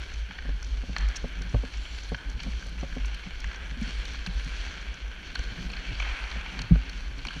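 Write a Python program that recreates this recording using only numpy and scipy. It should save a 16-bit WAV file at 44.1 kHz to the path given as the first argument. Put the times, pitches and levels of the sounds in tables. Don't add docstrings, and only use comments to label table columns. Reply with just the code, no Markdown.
import sys
import numpy as np
from scipy import signal
from scipy.fft import rfft, irfft
from scipy.io import wavfile

SR = 44100
rng = np.random.default_rng(int(sys.argv[2]) if len(sys.argv) > 2 else 0)


def magnitude_from_level(level_db):
    exponent = np.asarray(level_db, float) / 20
    return 10 ** exponent


def log_audio(samples):
    frames = np.atleast_2d(samples).T
    limited = np.clip(frames, -1, 1)
    pcm = np.round(limited * 32767).astype(np.int16)
    wavfile.write(sys.argv[1], SR, pcm)


N = 326340

# frequency in Hz, level in dB.
WALLS = [(250, -2.5), (390, -6), (1180, -10.5), (1890, -4), (2740, -1), (3300, -1.5), (3740, -11.5),
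         (4910, -19.5), (6800, -23), (7800, -26), (9500, -27), (11500, -37), (15000, -49)]
# centre in Hz, width in Hz, lift in dB.
CAVITIES = [(645, 200, -1), (1560, 403, 12), (2270, 330, 6.5), (3094, 91, 3), (4360, 660, 10.5),
            (5870, 1370, 11)]

# widest swing in seconds, level in dB, pitch in Hz, half length
# in seconds.
SWINGS = [(0.017, -33.5, 56, 0.025), (0.1, -37.5, 46.0, 0.03), (0.211, -31, 53.3, 0.073),
          (0.425, -36, 52.0, 0.041), (0.53, -28.5, 48.3, 0.081), (0.654, -31, 49.8, 0.045),
          (0.73, -25.5, 53.4, 0.026), (0.788, -28, 51.4, 0.042), (0.914, -31.4, 54, 0.036),
          (1.052, -22.5, 49.4, 0.06), (1.241, -35, 49.7, 0.059), (1.406, -30.5, 48.4, 0.042),
          (1.792, -31, 51.7, 0.051), (1.944, -34.5, 54, 0.055), (2.031, -36.5, 50.5, 0.049),
          (2.128, -31, 51.2, 0.041), (2.289, -28.5, 48.6, 0.029), (2.347, -32, 53.5, 0.03),
          (2.472, -35, 51, 0.053), (2.554, -30, 52.5, 0.051), (2.81, -32, 53.3, 0.064),
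          (3.055, -28.5, 50.7, 0.095), (3.474, -29.5, 48.4, 0.041), (3.624, -37, 55.1, 0.054),
          (3.717, -31.0, 52.3, 0.029), (3.792, -33.0, 52, 0.016), (3.846, -32, 45, 0.036),
          (3.984, -30, 52.3, 0.076), (4.106, -29.5, 52.3, 0.022), (4.202, -35, 53.3, 0.054),
          (4.308, -30.5, 46.7, 0.027), (4.435, -33, 47.5, 0.11), (4.679, -34.7, 56.7, 0.031),
          (4.898, -27.5, 51.7, 0.024), (5.066, -32.5, 52.4, 0.051), (5.401, -28, 48, 0.021),
          (5.492, -31.5, 46, 0.038), (5.626, -36, 53.3, 0.034), (5.673, -34, 49, 0.048),
          (5.779, -34.2, 48.4, 0.026), (5.892, -31.5, 44.7, 0.026), (6.015, -33.5, 47.2, 0.11),
          (6.11, -31, 51, 0.041), (6.24, -32.5, 51, 0.036), (6.366, -33.4, 52.5, 0.06),
          (6.59, -32.4, 47.8, 0.044), (6.893, -37, 46, 0.036), (6.971, -35, 48.4, 0.028),
          (7.026, -36, 46.7, 0.024), (7.083, -31.5, 51.3, 0.026),
          (1.329, -38, 50.0, 0.031), (1.486, -34, 47.8, 0.034), (2.682, -36, 51, 0.06),
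          (2.93, -31.5, 52.0, 0.025), (3.22, -43, 49, 0.057), (3.339, -37, 50.5, 0.043),
          (4.372, -28, 50.0, 0.022), (4.53, -37.5, 52.0, 0.023), (4.604, -37, 50.0, 0.036),
          (4.782, -41.5, 50.0, 0.053), (5.19, -40.5, 50.4, 0.033), (5.296, -41.5, 49.5, 0.049),
          (6.471, -42.5, 52.4, 0.035), (7.17, -38, 48.3, .035), (7.259, -39, 50.0, 0.034),
          (7.359, -40, 51, 0.034)]
STILL_DB, FALL_OVER_RISE = -51, 0.89
HARD_JOLT_DB = -15
KICK_HZ, KICK_DB, KICK_SHARE = 50.7, -16.5, 0.56
KICK_LAG_S, KICK_RISE_S, KICK_FALL_S = 0.01, 0.01, 0.069

# time in seconds, level in dB.
BUMPS = [(0.0, -58), (0.49, -58.5), (1.19, -55.5), (1.44, -48.5), (1.89, -59.5), (2.53, -53), (2.97, -54),
         (3.52, -57), (3.83, -54), (4.66, -58), (5.07, -54.5), (5.13, -54.5), (5.59, -52.5), (5.93, -54.5),
         (6.37, -58), (6.62, -50), (7.03, -55.5), (7.4, -55)]
# centre in Hz, width in Hz, level in dB.
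FRAME_MODES = [(69, 20, -1.5), (107, 38, -10), (173.2, 25, 2.5), (256, 39, -4)]

# start in seconds, level in dB, length in seconds, edge brightness in dB.
STROKES = [(-.05, -43.5, 0.15, 2.5), (0.606, -51.5, 0.35, 9), (0.928, -42, 0.12, -3), (1.084, -46, 0.15, 2),
           (1.24, -48.5, 0.16, -8), (1.45, -56.5, 0.25, 15.5), (1.703, -45.5, 0.39, 5.5),
           (2.36, -49, 0.31, 7.5), (2.76, -45, 0.68, 0), (3.435, -44, 0.22, -2.5), (3.787, -39.5, 0.35, 3),
           (4.34, -42, 0.23, 3), (4.456, -42, 0.36, 0.5), (4.617, -49.5, 0.16, -9), (4.817, -51, 0.41, -18),
           (5.21, -45.5, 0.11, 2), (5.31, -42.5, 0.32, 1.5), (5.693, -39.5, 0.43, -0.5),
           (5.996, -42, 0.57, -1.5), (6.797, -44.5, 0.22, 1), (7.19, -49, 0.3, 10)]
STROKE_ATTACK_S, STROKE_RELEASE_S = 0.051, 0.21
# steady glide in dB, stroke in dB, share of edge brightness as a ratio.
BLADE_BANDS = [
    (-55.5, -12.5, -0.27),
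    (-50, -3.5, -0.18),
    (-57.5, -10.5, 0.74),
    (-79, -32.5, 0.96),
]
BAND_EDGES_HZ = [320, 1250, 3700, 7500]

HISS_DB = -74

# time in seconds, peak in dB, pitch in Hz, rattle share in dB, seat share in dB.
KNOCKS = [(0.293, -31.5, 183, -26, -20), (0.486, -27, 153, -16.5, -14), (0.831, -44.5, 162, -6, 2.5),
          (0.888, -25, 180, -23, -18), (1.238, -25.5, 156, -12, -11.5), (1.407, -30.5, 139, -18, -28),
          (1.449, -29, 177, -36, -28), (1.631, -31.5, 187, -9.5, -5), (2.115, -24.5, 159, -11, -10.5),
          (2.461, -23.5, 206, -22.5, -11.5), (2.826, -26, 154, -12, -13.5), (2.962, -27.5, 165, -13.5, -6),
          (3.261, -25, 183, -30, -21), (3.768, -36, 238, -26, -6), (3.869, -29, 176, -30, -12),
          (4.843, -42, 202, -30, -15), (3.717, -31, 138, -31, -15), (3.815, -19.5, 216, -36, -12.5),
          (4.275, -22.5, 175.7, -43, -40), (4.459, -25.5, 157, -45, -18), (6.356, -29.5, 187, -15.5, -12),
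          (6.532, -27.5, 184, -26, -25), (6.595, -27.5, 148, -29, -15), (6.711, 0, 168.5, -44, -27),
          (6.753, -25, 154, -15.5, -11.5), (7.26, -33, 221, -17, -13.5), (7.359, -27.5, 157, -25, -14)]
# time in seconds, peak in dB, rattle share in dB, seat share in dB.
THUDS = [(0.135, -36, -32, -25), (0.653, -38, -30, -25), (3.095, -37, -28, -25), (3.613, -50, -32, -25),
         (4.354, -31.5, -30, -27), (5.581, -31, -26, -25), (6.637, -24.5, -29, -26),
         (0.448, -44.5, -6.5, 3), (1.541, -10, -22.5, -21), (2.137, -27, -40, -25),
         (2.364, -29.5, -32, -19), (2.658, -36, -16.5, -28), (4.3, -40, -35, -24),
         (5.388, -27.5, -22, -18.5), (5.508, -28, -26.5, -20.5), (5.91, -26, -29, -17.5),
         (7.11, -32.5, -27, -24), (7.174, -34, -23, -12)]
# frequency in Hz, level in dB, t60 in seconds.
RATTLE_MODES = [(302, 5, 0.011), (454, 6.5, 0.017), (500, 3.5, 0.015), (558, -11.5, 0.063), (704, 3, 0.016),
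                (864, -14, 0.027), (1104, -4, 0.015)]
THUD_HZ, SEAT_HZ = 109.7, 253.5
KNOCK_T60_S, SEAT_T60_S = 0.084, 0.073
SOFT_CONTACT_S, HARD_CONTACT_S = 0.016, 0.0095

# time in seconds, peak in dB, ring in Hz.
CHIPS = [(0.138, -37.5, 7180), (0.628, -35.5, 5900), (0.6454, -38, 5800), (0.963, -46, 5380),
         (0.9832, -30.5, 6420), (1.0081, -42, 5850), (1.0859, -36, 5730), (1.1605, -27.5, 5700),
         (1.282, -47, 5740), (1.3887, -53, 5700), (1.4195, -37.5, 6070), (1.495, -42, 5730),
         (1.7729, -40, 5660), (2.036, -40, 6400), (2.165, -46, 5780), (2.2992, -40, 6090),
         (2.4039, -41, 5880), (2.4324, -37, 5210), (2.6673, -45, 5510), (2.801, -44, 5740),
         (2.81, -40, 5990), (2.9512, -48, 5830), (3.0565, -40.5, 6230), (3.146, -42, 5050),
         (3.4037, -38, 5680), (3.4425, -41, 5610), (3.4605, -47, 5630), (3.4725, -46, 5690),
         (3.5159, -48, 5620), (3.5448, -45, 5580), (3.5593, -40, 5640), (3.8282, -40, 5940),
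         (4.0532, -40, 5690), (4.2645, -33.5, 5500), (4.3809, -46, 5620), (4.4458, -39, 5870),
         (4.813, -46, 5800), (4.942, -39, 6000), (5.3542, -35, 5820), (5.391, -37.5, 5900),
         (5.7173, -43, 5850), (5.9983, -37, 6150), (6.0232, -44, 5670), (6.4418, -52, 5420),
         (6.5909, -37, 5840), (6.6174, -34, 6170), (6.8964, -38, 5750), (7.1831, -43, 5920),
         (7.25, -39, 5530), (7.268, -38, 6120)]
# time in seconds, peak in dB, ring in Hz.
SPLINTERS = [(0.627, -56, 8860), (0.6669, -61, 8870), (0.9817, -53, 8550), (1.0859, -55, 8770),
             (1.1603, -51, 9300), (1.282, -62, 9210), (1.3254, -57, 9110), (1.3872, -66, 10200),
             (1.4192, -55, 8680), (2.0926, -53, 10400), (2.2997, -57, 8880), (2.4329, -53, 8650),
             (2.6469, -58, 9190), (2.6673, -53, 9720), (2.6933, -55, 8720), (2.7911, -56, 8640),
             (2.9048, -80, 10500), (2.9497, -65, 8820), (3.018, -65, 8790), (3.055, -51, 9210),
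             (3.1457, -49, 8800), (3.4027, -51, 9630), (3.8122, -51, 8770), (3.9913, -60, 8850),
             (4.0512, -53, 8790), (4.136, -56, 8770), (4.2703, -47, 10700), (4.3445, -57, 9650),
             (4.4463, -51, 8710), (4.9407, -71, 8710), (5.227, -65, 8540), (5.3502, -52, 9220),
             (5.3906, -53, 8880), (5.4365, -56, 8610), (5.6979, -58, 8660), (5.7199, -58, 8590),
             (6.0212, -64, 9050), (6.0581, -62, 8870), (6.2048, -59, 8920), (6.5924, -55, 9340),
             (6.6164, -50, 8950), (6.8952, -52, 8860), (7.1826, -62, 8640), (7.2509, -49, 8630),
             (7.2694, -56, 8540)]
# time in seconds, length in seconds.
SPRAYS = [(0.982, 0.0041), (1.157, 0.015), (4.266, 0.0039), (3.053, 0.011), (1.7, 0.0087), (4.6, 0.0052)]

# time in seconds, peak in dB, strongest ring in Hz, sharp edge share in dB.
PICKS = [(0.9838, -31, 3200, -11), (1.0859, -41, 3300, -11), (1.1614, -36, 2940, -11),
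         (2.088, -39, 3300, -8.5), (0.1404, -36, 2530, -16), (1.7394, -34, 2400, -30),
         (1.852, -32, 2800, -28), (2.393, -32.5, 2220, -23), (2.5338, -35.5, 1530, -30),
         (2.9243, -34.5, 1520, -28), (3.2355, -33, 2350, -30), (3.265, -33, 2420, -19),
         (3.5133, -31, 1530, -28), (3.5447, -32, 1570, -22), (4.6374, -32.5, 1510, -30),
         (4.68, -37, 1560, -11), (5.229, -34, 2250, -27), (5.3893, -36, 3200, -18), (5.951, -33, 3120, -14),
         (7.1125, -39, 1490, -23), (0.3087, -31, 1460, -25), (0.3863, -27.5, 1490, -31),
         (0.625, -39, 1440, -26), (1.42, -35.5, 1450, -14), (2.146, -22, 1560, -28),
         (2.4015, -28, 3020, -15), (2.4349, -32, 2200, -13.5), (2.6242, -32, 1430, -25),
         (2.7836, -33.5, 2260, -35), (3.145, -32.5, 3140, -17), (3.443, -26, 1600, -36),
         (3.812, -36, 2295, -18), (4.0528, -35, 1670, -7), (4.144, -30.5, 1580, -29),
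         (4.27, -28.5, 2620, -23.5), (5.354, -25.5, 1410, -9), (5.7004, -29, 2620, -14.5),
         (5.7338, -25.5, 2600, -20), (5.7658, -31, 1880, -15), (6.0007, -19.5, 2300, -38),
         (6.024, -23, 2460, -37), (6.5909, -28, 1620, -9), (6.6165, -29.5, 2760, -12),
         (6.755, -32.5, 1480, -19), (6.8214, -34, 2690, -21.5), (6.894, -36.5, 3200, -8),
         (7.1894, -34.5, 2300, -14), (7.269, -29.5, 2380, -8), (7.2842, -24.5, 2900, -38),
         (7.3062, -31, 1390, -32)]
# time in seconds, peak in dB, strongest ring in Hz, sharp edge share in dB.
TAPS = [(.965, -15.5, 1720, -16.5), (1.006, -45, 1490, -17), (1.5444, -28.5, 1630, -25),
        (3.0473, -29.5, 2280, -21), (4.263, -27.5, 1560, -5.5), (6.0503, -26.5, 1410, -23),
        (6.2401, -28, 2570, -18), (6.315, -31, 2230, -8), (6.4616, -26.5, 2270, -22),
        (7.2516, -23, 2307, -36), (7.3388, -35, 1417, -9)]
POINT_KNOCK_DB, FLAT_KNOCK_DB = -16, -10
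POINT_SNAP, FLAT_SNAP = 2.5, 8
HALL_T60_S, HALL_DB, HALL_GAP_S = 0.83, -16.5, 0.032

# start in seconds, level in dB, length in seconds, centre in Hz.
SKIDS = [(1.75, -78.5, .42, 10400), (1.75, -90, .4, 13000), (1.75, -67, .3, 7100), (1.49, -62, .06, 5900),
         (4.33, -77, .3, 9600), (6.08, -79, .25, 8800), (6.98, -87, .08, 11500), (.97, -90, .15, 13000)]
SKID_WIDTH = 0.14

# time in seconds, level in dB, t60 in seconds.
FAR_SLAPS = [
    (1.0, -64, 0.44),
    (6.045, -40.5, 4),
]


def rms_one(x):
    return x / np.sqrt(np.mean(x ** 2) + 1e-20)


def in_time(rows):
    s, *columns = np.transpose(rows)
    return [np.interp(np.arange(N) / SR, s, c) for c in columns]


def drift(rate_hz):
    r = np.exp(-80 * np.pi * rate_hz / SR)
    slow = signal.lfilter([1], [1, -2 * r, r * r], rng.standard_normal(N // 40 + 2002))[2000:]
    return np.interp(np.arange(N) / 40, np.arange(len(slow)), rms_one(slow))


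def passband(x, low_hz, high_hz, order=2):
    return signal.sosfilt(signal.butter(order, [low_hz, high_hz], "band", fs=SR, output="sos"), x)


def resonance(x, hz, width_hz):
    r = np.exp(-np.pi * width_hz / SR)
    poles = [1, -2 * r * np.cos(2 * np.pi * hz / SR), r * r]
    return signal.lfilter([(1 - r * r) / 2, 0, (r * r - 1) / 2], poles, x)


def add(track, s, sound, peak_db):
    at = round(s * SR)
    sound = sound[:N - at]
    track[at:at + len(sound)] += magnitude_from_level(peak_db) * sound / np.max(np.abs(sound))


def housing_response(size=2048):
    hz = np.maximum(np.fft.rfftfreq(size, 1 / SR), 1)
    wall_hz, wall_db = np.transpose(WALLS)
    level_db = np.interp(np.log(hz), np.log(wall_hz), wall_db)
    for top_hz, width_hz, lift_db in CAVITIES:
        level_db = level_db + lift_db / (1 + (2 * (hz - top_hz) / width_hz) ** 2)
    cepstrum = irfft(np.log(magnitude_from_level(level_db)))
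    cepstrum[1:size // 2] *= 2
    cepstrum[size // 2 + 1:] = 0
    return irfft(np.exp(rfft(cepstrum)))[:size // 2]


def wobble(sway_db=-40.5, follow=0.2, waver=0.031):
    t, out, power = np.arange(N) / SR, np.zeros(N), magnitude_from_level(2 * STILL_DB)
    wander = np.cumsum(waver * drift(13.0)) / SR
    swings = SWINGS
    pushes = [(s, db, hz, half_s, FALL_OVER_RISE * half_s, turn)
              for (s, db, hz, half_s), turn in zip(swings, rng.random(len(swings)))]
    kicks = [(s + KICK_LAG_S, KICK_DB + KICK_SHARE * db, KICK_HZ, KICK_RISE_S, KICK_FALL_S, KICK_LAG_S * KICK_HZ)
             for s, db, *_ in KNOCKS + THUDS if db > HARD_JOLT_DB]
    for s, db, hz, rise_s, fall_s, turn in pushes + kicks:
        near = slice(max(round((s - 3 * rise_s) * SR), 0), round((s + 3 * fall_s) * SR))
        bell = magnitude_from_level(db) * np.exp(-((t - s) / np.where(t < s, rise_s, fall_s)) ** 2)
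        cycles = hz * (t[near] - s + wander[near] - wander[round(s * SR)]) + turn
        out[near] += np.sqrt(2) * bell[near] * np.cos(2 * np.pi * cycles)
        power = power + bell ** 2
    level_db = 10 * np.log10(power)
    sway = rms_one(passband(rng.standard_normal(N), 17.3, 48.8) * magnitude_from_level(1.3 * drift(16.0)))
    return magnitude_from_level(1.0) * out + magnitude_from_level(sway_db + follow * (level_db - level_db.mean())) * sway


def frame_rumble(level_db, lumpy_db=4.0):
    bumps = rng.standard_normal((len(FRAME_MODES), N))
    shake = 0
    for bump, (hz, width_hz, db) in zip(bumps, FRAME_MODES):
        shake = shake + magnitude_from_level(db + lumpy_db * drift(4.1)) * resonance(bump, hz, width_hz)
    return magnitude_from_level(level_db + 3.0) * rms_one(shake)


def carving_db():
    t = np.arange(N) / SR
    shapes = []
    for s, _, length_s, _ in STROKES:
        fade = np.exp(-np.maximum(t - s - length_s, 0) / STROKE_RELEASE_S)
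        shapes.append(np.clip((t - s) / STROKE_ATTACK_S, 0, 1) * fade)
    levels_db = []
    for glide_db, stroke_db, share in BLADE_BANDS:
        power = magnitude_from_level(2 * glide_db)
        for (_, db, _, bright_db), shape in zip(STROKES, shapes):
            power = power + magnitude_from_level(2 * (db + stroke_db + share * bright_db)) * shape ** 2
        levels_db.append(10 * np.log10(power))
    return levels_db


def blades(housing, levels_db, grains_per_s=1800, grain_db=4.0, grain_mix_db=-2.5):
    sizes = magnitude_from_level(grain_db * np.minimum(rng.exponential(1, N), 5)) * rng.choice([-1, 1], N)
    cracks = sizes * (rng.random(N) < grains_per_s * magnitude_from_level(drift(25)) / SR)
    contact = rng.standard_normal(N) + magnitude_from_level(grain_mix_db) * rms_one(cracks)
    source = signal.fftconvolve(contact, housing)[:N]
    edges, together = BAND_EDGES_HZ + [12000], drift(18)
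    out = 0
    for low, high, db in zip(edges, edges[1:], levels_db):
        flicker_db = 0.6 * (together + drift(25))
        band = rms_one(passband(source, low, high, order=3))
        streak = resonance(band, low ** 0.7 * high ** 0.3, low / 5) * drift(6)
        streak = streak + resonance(band, low ** 0.3 * high ** 0.7, low / 3) * drift(6)
        out = out + magnitude_from_level(db + flicker_db) * (band + 0.19 * streak)
    return out


def hiss(housing):
    noise = signal.fftconvolve(rng.standard_normal(N), housing)[:N]
    return magnitude_from_level(HISS_DB + 1.7 * drift(20.5)) * rms_one(passband(noise, 11600, 17700))


def knocks():
    out, t = np.zeros(N), np.arange(SR // 3) / SR
    jolts = KNOCKS + [(s, db, THUD_HZ, *shares) for s, db, *shares in THUDS]
    for (s, db, hz, rattle_db, seat_db), z in zip(jolts, rng.standard_normal((len(jolts), 10))):
        contact_s = HARD_CONTACT_S if db > HARD_JOLT_DB else SOFT_CONTACT_S
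        soft = 1 - np.exp(-t / contact_s)
        body = -np.sin(2 * np.pi * hz * t) - 0.46 * np.sin(2 * np.pi * hz * 0.686 * t + 1.3 * z[0])
        add(out, s - 0.002, soft * body * magnitude_from_level(-60 * t / KNOCK_T60_S), db - 7.5)
        seat = np.sin(2 * np.pi * SEAT_HZ * (1 + 0.062 * z[7]) * t) * magnitude_from_level(-60 * t / SEAT_T60_S)
        add(out, s, soft * seat, db + seat_db + 0.5)
        rattle = 0
        for (mode_hz, mode_db, t60_s), a, b in zip(RATTLE_MODES, z, z[3:]):
            ring = np.sin(2 * np.pi * mode_hz * (1 + b / 40) * t + a)
            rattle = rattle + magnitude_from_level(mode_db + 2 * a - 60 * t / t60_s) * ring
        rattle = rattle * (1 - np.exp(-t / 0.0044))
        add(out, s + 0.004, rattle, db + rattle_db + 9.5)
        add(out, s + 0.015 + 0.00172 * z[9], rattle, db + rattle_db - 2.5)
    return out


def crunch(length_s, white, snap):
    t = np.arange(len(white)) / SR / max(length_s, 0.001)
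    burst = white * np.minimum(6 * t, 1) * np.exp(-t ** 3.7) * 0.5
    burst[:3] += snap * np.array([1, 0.6, -0.5])
    return burst


def chips(housing, events, low_hz, high_hz, trim_db, ring, width):
    out = np.zeros(N)
    for (s, db, hz), white in zip(events, rng.standard_normal((len(events), 2000))):
        length_s = next((long_s for at, long_s in SPRAYS if abs(at - s) < 0.01), 0.004)
        spit = signal.fftconvolve(crunch(length_s, white, snap=0.93), housing)
        spit = rms_one(passband(spit, low_hz, high_hz, order=3)) + ring * rms_one(resonance(spit, hz, width * hz))
        add(out, s - 0.15 * length_s, spit, db + trim_db)
    return out


def picks(housing):
    out = np.zeros(N)
    blows = [(*row, POINT_KNOCK_DB, POINT_SNAP) for row in PICKS]
    blows += [(*row, FLAT_KNOCK_DB, FLAT_SNAP) for row in TAPS]
    for (s, db, hz, edge_db, dull_db, snap), white in zip(blows, rng.standard_normal((len(blows), 2000))):
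        bite = signal.fftconvolve(crunch(0.0058, white, snap), housing)
        add(out, s, rms_one(passband(bite, 1320, 3700)) + 2.1 * rms_one(resonance(bite, hz, 330)), db - 0.5)
        add(out, s, passband(bite, 760, 1430), db + dull_db + 8.5)
        add(out, s, passband(bite, 3650, 4770), db + edge_db + 10.5)
    return out


def hall(x):
    t = np.arange(int(1.5 * SR)) / SR
    tail = rng.standard_normal(len(t)) * magnitude_from_level(-60 * t / HALL_T60_S) * (t > HALL_GAP_S)
    return magnitude_from_level(HALL_DB) * signal.fftconvolve(x, passband(tail, 630, 4400) / 10)[:N]


def skids(edge_s=0.05, flutter_db=2.5):
    t, white, flutter = np.arange(N) / SR, rng.standard_normal(N), magnitude_from_level(flutter_db * drift(30))
    out = np.zeros(N)
    for s, db, length_s, hz in SKIDS:
        patch = np.clip(np.minimum(t - s, s + length_s - t) / edge_s, 0, 1)
        song = resonance(resonance(white, hz, SKID_WIDTH * hz), hz, SKID_WIDTH * hz)
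        out += magnitude_from_level(db) * patch * rms_one(song)
    return flutter * out


def far_slaps():
    t = np.arange(N) / SR
    wash = rms_one(passband(rng.standard_normal(N), 710, 2150))
    wash = rms_one(wash + 2.9 * resonance(wash, 2410, 400))
    level = np.zeros(N)
    for s, db, t60_s in FAR_SLAPS:
        level += np.clip((t - s) / 0.012, 0, 1) * magnitude_from_level(db - 60 * np.maximum(t - s, 0) / t60_s)
    return wash * level


def scene():
    housing = housing_response()
    strap = wobble() + frame_rumble(in_time(BUMPS)[0]) + knocks()
    bites = picks(housing)
    spray = chips(housing, CHIPS, 5170, 7800, trim_db=1.3, ring=1.7, width=0.17)
    spray += chips(housing, SPLINTERS, 8100, 16100, trim_db=3.0, ring=0.25, width=0.12)
    spray += chips(housing, SPLINTERS, 11800, 15500, trim_db=-14.0, ring=0, width=0.1)
    air = blades(housing, carving_db()) + hiss(housing) + spray + bites + hall(bites) + skids() + far_slaps()
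    return (strap + air)[None]


def band_limit(x):
    return signal.sosfilt(signal.butter(12, 15100, fs=SR, output="sos"), x)


def record(dry):
    mix = signal.sosfilt(signal.butter(1, 12, "high", fs=SR, output="sos"), dry)
    return band_limit(mix)


dry = scene()
out = record(dry)
log_audio(out)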